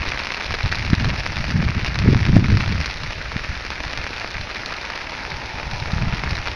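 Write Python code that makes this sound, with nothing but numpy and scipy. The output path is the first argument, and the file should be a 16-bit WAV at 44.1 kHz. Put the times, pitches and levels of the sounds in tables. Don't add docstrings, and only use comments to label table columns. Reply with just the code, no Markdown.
import sys
import numpy as np
from scipy import signal
from scipy.fft import rfft, irfft
from scipy.io import wavfile
from scipy.ndimage import uniform_filter1d

SR = 44100
rng = np.random.default_rng(int(sys.argv[2]) if len(sys.argv) > 2 else 0)


def output_pcm(signal):
    pcm = np.clip(np.atleast_2d(signal).T, -1, 1) * 32767
    wavfile.write(sys.argv[1], SR, np.round(pcm).astype(np.int16))


N = 288855
TIME = np.arange(N) / SR
RECORDER_HZ = 16000
EDGE_HZ = 14500


def gain_of(db):
    return 10 ** (np.asarray(db) / 20)


def evened(x):
    return x / np.sqrt(np.mean(x ** 2) + 1e-20)


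def read(points, hz):
    f, value = np.transpose(points)
    return np.interp(np.log(hz + 1), np.log(f + 1), value)


def follow(curve, t=TIME):
    return np.interp(t, *np.transpose(curve))


def add(mix, s, sound):
    part = mix[max(round(s * SR), 0):][:len(sound)]
    part += sound[:len(part)]


def coloured(x, points):
    return irfft(rfft(x) * gain_of(read(points, np.fft.rfftfreq(N, 1 / SR))), N)


def noise(field, size=1024):
    hop = size // 4
    t = np.arange(N // hop + 5)[:, None] * hop / SR
    hz = np.fft.rfftfreq(size, 1 / SR)[None]
    a, b = rng.standard_normal((2, t.size, hz.size))
    z = (a + 1j * b) * gain_of(field(t, hz))
    sound = signal.istft(z.T, nperseg=size, noverlap=size - hop)[1]
    return evened(sound[:N])


# [f/Hz, level/dB]
CLOTH_COLOUR = [(60, -53), (200, -4), (400, -5.5), (900, -4), (1500, -2.5), (2050, 0), (2500, 0.5),
                (3150, -8.5), (4300, -5), (5500, -9.5), (6200, -17.5), (6800, -30), (7600, -48.5),
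                (9000, -73.5)]


def tick(bright_db, spatter_db, size=2048):
    t = np.arange(size) / SR
    ring_s, spatter_s, rustle_s = 0.00059, 0.0039, 0.0092
    rustle_db, droplets_per_s, ripple_db = -35, 4000, 2.5

    panel_hz = 1700 * np.exp(0.5 * rng.standard_normal())
    blow = gain_of(-13.5) / 2 * np.exp(-t / ring_s) * np.cos(2 * np.pi * panel_hz * t)
    droplets = evened(rng.standard_normal(size) * (rng.random(size) < droplets_per_s / SR))
    blow += 0.33 * gain_of(spatter_db) * np.exp(-t / spatter_s) * droplets
    blow += gain_of(rustle_db) * np.exp(-t / rustle_s) * rng.standard_normal(size)
    blow[0] += 1

    hz = abs(np.fft.fftfreq(size, 1 / SR))
    tilt_db = 0.86 * bright_db * np.tanh(2 * np.log((hz + 1) / 2900))
    bumps_hz = np.linspace(0, RECORDER_HZ / 2, 10)
    spot_db = ripple_db * np.interp(hz, bumps_hz, rng.standard_normal(10))
    log_gain = np.log(gain_of(read(CLOTH_COLOUR, hz) + tilt_db + spot_db))
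    cloth_filter = np.exp(np.conj(signal.hilbert(log_gain)))
    sound = np.fft.ifft(np.fft.fft(blow) * cloth_filter).real
    return sound / abs(signal.hilbert(sound)).max()


# [t/s, peak level/dB, brightness setting/dB, spatter setting/dB]
TIMED_TICKS = [(0.0872, -12.5, 3, -6), (.1952, -8.5, 2, -21), (0.2702, -9.5, 1, -11), (.54, -11, 1, -3),
               (.66, -8.5, -2, -10), (0.7206, -7, 7, -20), (.725, -6, -11, -22), (0.9017, -7.5, 2, -9),
               (0.9416, -8.5, -7, -13), (1.045, -11, -5, -10), (1.103, -6.5, -3, -24),
               (1.2642, -4, -1.5, -24), (1.3691, -6.5, 0, -23), (1.4864, -26, 0, -22),
               (1.5095, -12.5, 8, -26), (1.688, -10, -3, -27), (1.8467, -7, 3, -20), (1.861, -8, -2.5, -12),
               (1.957, -7.5, 1.5, -21), (1.989, -5, 4.5, -14), (2.147, -6, -1, -22), (2.253, -5.5, -2, -14),
               (2.2647, -7.5, -1, -17), (2.3655, -6.5, -5, -7), (2.4443, -20, 7, -24),
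               (2.5026, -9.5, -1, -18), (2.5717, -5, -3, -18), (2.6067, -8.5, -6, -5), (2.7227, -12, 0, -4),
               (2.8126, -9, 1, -25), (2.8591, -6.5, 2, -10), (3.3184, -11, -2, -23), (3.3673, -9, 0, -16),
               (3.395, -14, -5, -20), (3.704, -8, 3, -19), (3.9312, -11, 5, -24), (3.9752, -7, 3, -16),
               (4.0665, -9.5, -3, -19), (4.2452, -9.5, -6, -20), (4.6604, -10, 9, -17),
               (4.7238, -12, -7, -8), (4.959, -12.5, 6, -17), (5.2513, -10.5, -3, -14),
               (6.2367, -7, -8, -12), (6.3097, -13.5, 7, -14), (6.473, -6.5, -1, -12),
               (6.4837, -8, -4, -13)]


def timed_ticks():
    out = np.zeros(N)
    for s, peak_db, bright_db, spatter_db in TIMED_TICKS:
        add(out, s, gain_of(peak_db) * tick(bright_db, spatter_db))
    return out


# [t/s, level/dB]
PATTER_LEVEL = [(0, -27.5), (1.2, -30), (1.55, -31), (2.75, -30.5), (3.35, -35), (3.95, -31.5), (4.4, -33),
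                (4.9, -32), (5.5, -35), (6.4, -30), (6.55, -34.5)]


def patter(drops_per_s=340, spread_db=7, range_db=14.5, kinds=64):
    out = np.zeros(N)
    for _ in range(kinds):
        lands = np.flatnonzero(rng.random(N) < drops_per_s / kinds / SR)
        size_db = (spread_db * rng.exponential(1, N)[lands]) % range_db
        blows = np.zeros(N)
        blows[lands] = gain_of(size_db)
        bright_db = 4 * rng.standard_normal()
        spatter_db = -14 + 4 * rng.standard_normal()
        out += signal.oaconvolve(blows, tick(bright_db, spatter_db))[:N]
    flow = np.sqrt(uniform_filter1d(out ** 2, size=10000) + 1e-12)
    return gain_of(follow(PATTER_LEVEL)) * out / flow


# [f/Hz, relative level per Hz/dB]
WASH_COLOUR = [(30, -11), (200, -1), (480, -3.5), (650, -3), (1100, -4), (1450, 1), (2450, 0.5), (3200, -7),
               (4300, -6), (5450, -7.5), (6100, -15), (6800, -26), (7600, -45), (9000, -74)]


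def wash(level_db=-35.5, patchy_db=1.5):
    def field(t, hz):
        specks = rng.standard_normal((t.size, hz.size))
        patches = uniform_filter1d(uniform_filter1d(specks, size=10, axis=0), size=14, axis=1)
        return read(WASH_COLOUR, hz) + patchy_db * evened(patches)
    return gain_of(level_db) * noise(field)


# [t/s, level/dB]
BREEZE_LEVEL = [(0, -27), (.35, -41.5), (.8, -25.5), (1.3, -29), (1.9, -24.5), (2.6, -25.5), (2.92, -33.5),
                (3.3, -32), (4.2, -38), (4.85, -41), (5.5, -37), (5.75, -28), (6.55, -31.5)]
# [t/s at the crest, crest level/dB, length/s]
GUST_CRESTS = [(0.098, -27.5, 0.033), (0.516, -26, 0.087), (0.663, -20.5, 0.047), (0.92, -21.5, 0.099),
               (1.052, -19, 0.15), (1.393, -24.5, .05), (1.594, -17, .2), (1.761, -20.5, 0.031),
               (2.1, -12.5, 0.18), (2.343, -13, 0.2), (2.528, -14.5, 0.13), (2.728, -19.5, 0.16),
               (3.043, -29.5, 0.12), (3.51, -25.5, 0.061), (3.86, -28, .06), (4.007, -30.5, 0.09),
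               (4.4, -31, 0.11), (5.34, -33, .11), (6.028, -19.5, 0.16), (6.293, -24, 0.13)]


def wind_db(t, rise=0.45, edge_db=7):
    power = gain_of(follow(BREEZE_LEVEL, t)) ** 2
    for s, crest_db, length in GUST_CRESTS:
        away = (t - s) / (length * np.where(t < s, rise, 1 - rise))
        power = power + gain_of(crest_db - edge_db * np.minimum(away ** 2, 100)) ** 2
    return 10 * np.log10(power)


# [f/Hz, relative level per Hz/dB]
EDDY_COLOUR = [(8, -6), (25, -22.5), (55, 3), (95, 0), (150, -2), (220, -12.5), (320, -20), (500, -37.5),
               (900, -46), (2500, -94)]
# [f/Hz, level/dB]
PORT_COLOUR = [(30, 0.5), (70, 1.5), (92, -0.5), (120, -0.5), (200, -1.5)]


def wind(octave_db=24, flutter_db=3, puff_db=1.0, calm_db=-11):
    def field(t, hz):
        speed = 2 ** (np.maximum(wind_db(t) + 21, calm_db) / octave_db)
        return read(EDDY_COLOUR, hz / speed)

    # (f/Hz, level/dB)
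    flutter_colour = [(3, -29), (12, -6.0), (35, -12), (90, -63), (300, -92)]
    flutter = evened(coloured(rng.standard_normal(N), flutter_colour))
    rumble = coloured(noise(field) * gain_of(flutter_db * flutter), PORT_COLOUR)
    power = uniform_filter1d(uniform_filter1d(rumble ** 2, size=4400), size=1200)
    rumble /= np.sqrt(power + 1e-9)
    puff_colour = [(2, -29), (7, -2), (14, 6.5), (30, -37), (100, -92)]
    puffs = evened(coloured(rng.standard_normal(N), puff_colour))
    return gain_of(wind_db(TIME) + puff_db * puffs) * rumble


# [t/s at the middle, peak level/dB, swing f/Hz]
HARD_BUFFETS = [(0.643, -12, 76), (.933, -4, 189), (1.011, -15, 165), (1.783, -23, 190), (2.061, -12, 300),
                (2.089, -6, 238), (2.108, -20, 262), (2.132, -10, 300), (2.3669, 3.5, 177),
                (2.532, -5, 100), (3.364, -15.5, 171), (4.4, -22, 90), (5.936, -11, 129),
                (6.138, -12.5, 127)]


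def buffets(cycles=0.41, boom_db=-10, boom_hz=98, boom_s=0.012):
    out = np.zeros(N)
    lead_s = 1 / 20
    t = np.arange(-SR // 20, SR // 10) / SR
    after = np.maximum(t, 0)
    boom_fade = np.exp(-after / boom_s) * np.tanh(after * 4 * boom_hz)
    boom = gain_of(boom_db) * boom_fade * np.sin(2 * np.pi * boom_hz * after)
    for s, peak_db, hz in HARD_BUFFETS:
        swing = np.exp(-(t * hz / cycles) ** 2) * np.sin(2 * np.pi * hz * t)
        add(out, s - lead_s, gain_of(peak_db) * (swing / swing.max() + boom))
    return out


# [t/s, level/dB]
ROAR_LEVEL = [(0, -42.5), (3.2, -52), (4.6, -41.5), (5.3, -38), (5.9, -36.5), (6.55, -39.5)]
# [f/Hz, relative level per Hz/dB]
ROAR_TONE = [(110, -4), (200, -1.5), (450, -1.5), (620, 5.5), (740, 3.5), (925, 11), (1120, -4.5),
             (1450, -5), (2200, -52)]


def far_roar(waver_db=1.5):
    def field(t, hz):
        specks = rng.standard_normal((t.size, hz.size))
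        drift = uniform_filter1d(uniform_filter1d(specks, size=10, axis=0), size=3, axis=1)
        return read(ROAR_TONE, hz) + waver_db * evened(drift)
    return gain_of(follow(ROAR_LEVEL)) * noise(field, size=2048)


def scene():
    rain = timed_ticks() + patter() + wash()
    return (rain + wind() + buffets() + far_roar())[None]


# [f/Hz, level/dB]
MIRROR_LEAK = [(7000, -42), (8800, -7.5), (10200, -22), (11000, -29), (12000, -38.5), (14000, -70)]


def record(dry):
    mirrored = 2 * dry[0] * np.cos(2 * np.pi * RECORDER_HZ * TIME)
    x = dry[0] + coloured(mirrored, MIRROR_LEAK)
    x = np.clip(x, -1, 1)
    band_limit = signal.firwin(511, EDGE_HZ, window=("kaiser", 9), fs=SR)
    return signal.oaconvolve(x, band_limit, "same")[None]


dry = scene()
out = record(dry)
output_pcm(out)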